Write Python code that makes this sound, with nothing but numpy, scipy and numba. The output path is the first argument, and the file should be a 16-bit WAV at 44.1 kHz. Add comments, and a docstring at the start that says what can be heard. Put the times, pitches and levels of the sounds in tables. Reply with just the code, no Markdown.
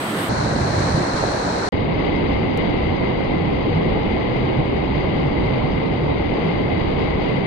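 """River water pours over a low weir and churns down a narrow stone channel, heard in slow motion. Foam, a dense
cloud of ringing bubbles and bursts of spray reach the two microphone ports of a phone; trapped air throbs and
gulps, and a deep rumble drops away early on. Playback steps from real time to half speed and then to quarter
speed, sinking an octave each time; the sound falls silent for a moment at 1.69 s, and two faint ticks stay
sharp. Event times are playback times; the water's pitches, rates and decays are those of real time."""
import sys
import numpy as np
from scipy import signal
from scipy.fft import rfft, irfft, next_fast_len
from scipy.io import wavfile
from numba import njit

SR = 44100
rng = np.random.default_rng(int(sys.argv[2]) if len(sys.argv) > 2 else 0)


def file_out(sig):
    """Save sig as 16-bit WAV at sys.argv[1]."""
    # one column per channel
    cols = np.atleast_2d(sig).T
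    # limit, then scale
    lim = np.clip(cols, -1, 1)
    pcm = np.round(lim * 32767).astype(np.int16)
    wavfile.write(sys.argv[1], SR, pcm)


N = 328986

# Playback speeds. Each row: start in seconds, end in seconds, slow-down factor.
STRETCHES = [(0, .291, 1), (.291, 1.69, 2), (1.724, 7.47, 4)]
# Playback volume. Each entry: gain of one stretch in dB.
STRETCH_GAIN_DB = [-25, -20.5, -18.5]
# Tone of the white water at the weir. Each row: frequency in Hz, gain in dB.
WATER_TONE = [(8, -46.5), (40, -22.5), (100, -8), (250, -3.5), (600, -3.5), (1200, -3.5), (2000, -7.5),
              (4000, -17.5), (10000, -26.5), (20000, -29.5)]
# Resonance between the stone walls. Each row: centre in Hz, width in Hz, gain in dB.
CHANNEL_RESONANCE = [(576, 240, 2.5)]
# Response of the left and the right microphone port. Each row: frequency in Hz, gain in dB.
LEFT_PORT = [(40, 2.5), (600, -1.2), (1300, 0), (2000, 1), (2650, -11), (4000, -11.5), (7200, -8),
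             (10000, -0.5), (14300, -3.5), (17500, -6), (20000, -3)]
RIGHT_PORT = [(40, 5.5), (600, 1.5), (2000, 0.93), (3200, 4), (4100, 4.5), (5600, -7), (6800, -8),
              (9600, -22), (12200, -13.5), (14000, -12.5), (17800, -9), (20000, -12.5)]
# Cavity resonances of the left port. Each row: centre in Hz, width in Hz, gain in dB.
LEFT_CAVITY = [(3190, 680, 12), (4600, 1700, 7), (6450, 340, 2), (8280, 1790, 17.5), (11550, 1960, 6.5),
               (13130, 1100, 4), (15470, 1600, 5.5), (18500, 820, 4)]
# Collapsing air pockets. Each row: start in seconds, pitch in Hz, peak in dB ahead of the microphone.
GULPS = [(.945, 283, 9), (1.141, 302, 8), (1.238, 1130, 13), (1.250, 705, 6.5)]
# Surges in the channel. Each row: crest time in seconds, pitch in Hz, rough peak in dB against the rush.
SURGES = [(.63, 255.5, -4), (.81, 188.8, -2.5), (.96, 280.6, -5), (1.84, 365, -6.5), (2.18, 775, -10),
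          (2.32, 270, -3), (2.83, 270.5, -4), (2.83, 590, -9), (3.38, 632, -6.5), (3.62, 525, -6),
          (3.74, 375, -4), (3.77, 625, -1.5), (3.93, 860, -7.5), (4.12, 876, -8), (4.42, 540.4, -2.5),
          (4.59, 375, -4.5), (4.9, 220, -4), (5.23, 570, -3.5), (5.42, 215, -4), (5.54, 493, -3),
          (6.02, 565, -2), (6.22, 260, -8), (6.49, 620.5, -1), (7.35, 550, -5)]
# Playback ticks. Each row: start in seconds, left and right gain in dB, rise time in seconds.
TICKS = [(1.7214, -27, -34, 0.000053), (2.575, -17, -28, 0.000022)]

PORT_LAG_S = 0.00036  # travel time of sound from one port to the other
# the playback time at which each real-time sample is heard
PLAYBACK_S = np.concatenate([start + slow * np.arange(int((end - start) * SR / slow) + 1) / SR
                             for start, end, slow in STRETCHES])
LENGTH = len(PLAYBACK_S)
FFT_SIZE = next_fast_len(LENGTH)
FREQS = np.maximum(np.arange(FFT_SIZE // 2 + 1) * SR / FFT_SIZE, 1)


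def undb(db):
    """Decibels to gain."""
    return 10 ** (np.asarray(db) / 20)


def unit(x):
    """Scale to rms 1."""
    return x / np.sqrt(np.mean(x ** 2))


def shape(x, gain):
    """Filter by a gain for each of FREQS."""
    return irfft(rfft(x, FFT_SIZE) * gain, FFT_SIZE)[..., :LENGTH]


def colour(points):
    """Join (Hz, dB) points on a log-frequency axis; dB for each of FREQS."""
    hz, db = np.transpose(points)
    return np.interp(np.log(FREQS), np.log(hz), db)


def humps(resonances):
    """Sum of resonance peaks (Hz, width Hz, height) for each of FREQS."""
    return sum(height / (1 + (2 * (FREQS - hz) / width) ** 2) for hz, width, height in resonances)


def wander(rate_hz):
    """Smooth random drift of spread 1, with little motion faster than rate_hz."""
    return unit(shape(rng.standard_normal(LENGTH), np.exp(-(FREQS / rate_hz) ** 2)))


@njit
def ring(starts, hz, cycles, sizes, glide):
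    """Bubbles as damped sines; nearing the surface, their pitch rises by about the fraction glide."""
    out = np.zeros(LENGTH)
    for k in range(len(starts)):
        life = cycles[k] * SR / hz[k]  # samples to -60 dB
        turn = 2 * np.pi * hz[k] / SR
        pole = np.exp(1j * turn - np.log(1000) / life)
        bend = np.exp(1j * turn * glide / life)
        first = int(np.ceil(starts[k]))
        phasor = sizes[k] * pole ** (first - starts[k])
        for i in range(max(first, 0), min(first + int(life), LENGTH)):
            out[i] += phasor.imag
            phasor *= pole
            pole *= bend
    return out


def microphones(water, top_hz=20000):
    """Each port colours the water in its own way; the left one rings in its cavity."""
    response = undb([colour(LEFT_PORT) + humps(LEFT_CAVITY), colour(RIGHT_PORT)])
    return shape(water, response * (FREQS < top_hz))


def slow_motion(live, fade_s=0.0005):
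    """Play each stretch at its own speed, like a tape: slower is longer and lower."""
    out = np.zeros((2, N + SR))
    for (start, end, slow), db in zip(STRETCHES, STRETCH_GAIN_DB):
        part = live[:, (PLAYBACK_S >= start) & (PLAYBACK_S < end)]
        part = signal.resample_poly(part, slow, 1, axis=1, window=("kaiser", 12))
        edges = signal.windows.tukey(part.shape[1], 2 * fade_s / (end - start))
        first = int(start * SR)
        out[:, first:first + part.shape[1]] = part * edges * undb(db)
    return out[:, :N]


def ticks():
    """Tiny, dry clicks to the left that keep their treble; the longer one is duller."""
    out = 0
    for start, left_db, right_db, rise_s in TICKS:
        age = np.maximum(np.arange(N) / SR - start, 0) / rise_s
        out = out + undb([[left_db], [right_db]]) * age * np.exp(1 - age)
    return out


def rumble(water, hz=230, width_hz=280, boost_db=9, ends_s=1.026, release_s=0.012, wander_db=1.0):
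    """The water's low end stands out at first, then drops away; its level drifts a little throughout."""
    held = np.clip(1 - (PLAYBACK_S - ends_s) / release_s, 0, 1)
    deep_db = boost_db * held + wander_db * wander(rate_hz=8)
    deep = shape(water, humps([(hz, width_hz, 1)]))
    return water + deep * (undb(deep_db) - 1)


def gurgles():
    """A few large bubbles well up from the churn and ring low, well under the rush."""
    return bubbles(count=45, low_hz=468, high_hz=692, cycles=30, scatter_db=2.5, glide=0.096)


def gulps(cycles=7.0, glide=0.14, left_lag_s=0.00013):
    """Air pockets collapse as big, heavily damped bubbles, a little to the right of the microphones."""
    start_s, hz, db = np.array(GULPS, float).T.copy()
    starts = np.searchsorted(PLAYBACK_S, start_s).astype(float)
    return np.array([ring(starts + lag_s * SR, hz, np.full(len(hz), cycles), undb(db), glide)
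                     for lag_s in (left_lag_s, 0)])


def churn(water, boom_hz=450, boom_width_hz=560, boom_db=-1.5, surge_s=0.06, wobble=0.09, ripple_db=1.0):
    """Each surge sets trapped air throbbing at an unsteady pitch, over a slightly lowered steady boom."""
    unsteady_s = np.cumsum(1 + wobble * wander(rate_hz=110)) / SR
    throbs = 0
    for crest_s, hz, db in SURGES:
        swell = np.exp(-((PLAYBACK_S - crest_s) / surge_s) ** 2)
        throbs = throbs + undb(db) * swell * np.sin(2 * np.pi * hz * unsteady_s)
    ripple = undb(ripple_db * wander(rate_hz=130))
    boom = shape(water, humps([(boom_hz, boom_width_hz, 1)]))
    return water + boom * (undb(boom_db) - 1) + throbs * ripple


def spray(count=280, rise_s=0.0013, fall_s=0.023, scatter_db=3.5, low_hz=1800):
    """Crests break and throw droplets: sudden bursts of hiss that die away, some nearer to one port."""
    when, bearing = rng.random((count, 2)).T
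    power = undb(scatter_db * np.minimum(rng.standard_normal(count), 2)) ** 2
    throws = np.zeros((2, LENGTH))
    throws[:, (when * LENGTH).astype(int)] = power * np.array([.5 + bearing, 1.5 - bearing])
    rise_and_fall = 1 / ((1 + 2j * np.pi * FREQS * fall_s) * (1 + 2j * np.pi * FREQS * rise_s))
    envelope = np.sqrt(np.abs(shape(throws, rise_and_fall)))
    hiss = rng.standard_normal((2, LENGTH)) * envelope
    return unit(shape(hiss, FREQS ** 2 / (FREQS ** 2 + low_hz ** 2)))


def bubbles(count=13000, low_hz=250, high_hz=7000, cycles=18, scatter_db=3.0, glide=0.18):
    """Single bubbles ring along the channel, each from its own direction; small ones are brief."""
    when, pitch, sustain, bearing = rng.random((count, 4)).T
    hz = (np.sqrt(low_hz) + pitch * (np.sqrt(high_hz) - np.sqrt(low_hz))) ** 2
    level_db = scatter_db * np.minimum(rng.standard_normal(count), 2)
    sizes = undb(level_db) * hz ** (3 / 4)  # even power per Hz
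    lag = (bearing - .5) * PORT_LAG_S * SR
    ports = [ring(when * LENGTH + side * lag, hz, cycles * (.5 + sustain), sizes, glide)
             for side in (1, -1)]
    return unit(np.array(ports))


def foam(flicker_db=0.3, flicker_hz=35):
    """Countless merged bubbles all around the microphones; each half-octave band flickers faintly."""
    alike = np.sinc(2 * FREQS * PORT_LAG_S)  # only long waves reach both ports in step
    mid, side = shape(rng.standard_normal((2, LENGTH)), np.sqrt([1 + alike, 1 - alike]))
    ports = np.array([mid + side, mid - side])
    out = 0
    for half_octave in range(10, 30):  # from 32 Hz up
        band = np.maximum(1 - np.abs(2 * np.log2(FREQS) - half_octave), 0)
        out = out + shape(ports, band) * undb(flicker_db * wander(flicker_hz))
    return unit(out)


def scene(bubbles_db=-8, spray_db=-3.5, gurgles_db=-26):
    """White water sounds between the stone walls, reaches the microphones and is slowed down."""
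    water = foam() + undb(bubbles_db) * bubbles() + undb(spray_db) * spray()
    water += undb(gurgles_db) * gurgles()
    in_channel = shape(water, undb(colour(WATER_TONE) + humps(CHANNEL_RESONANCE)))
    rush = unit(microphones(in_channel))
    live = churn(rumble(rush)) + microphones(gulps())
    return slow_motion(live) + ticks()


def record(dry, top_hz=15700):
    """A steep low-pass cuts the highest treble."""
    return signal.sosfilt(signal.ellip(10, .2, 80, top_hz, fs=SR, output="sos"), dry)


dry = scene()
out = record(dry)
file_out(out)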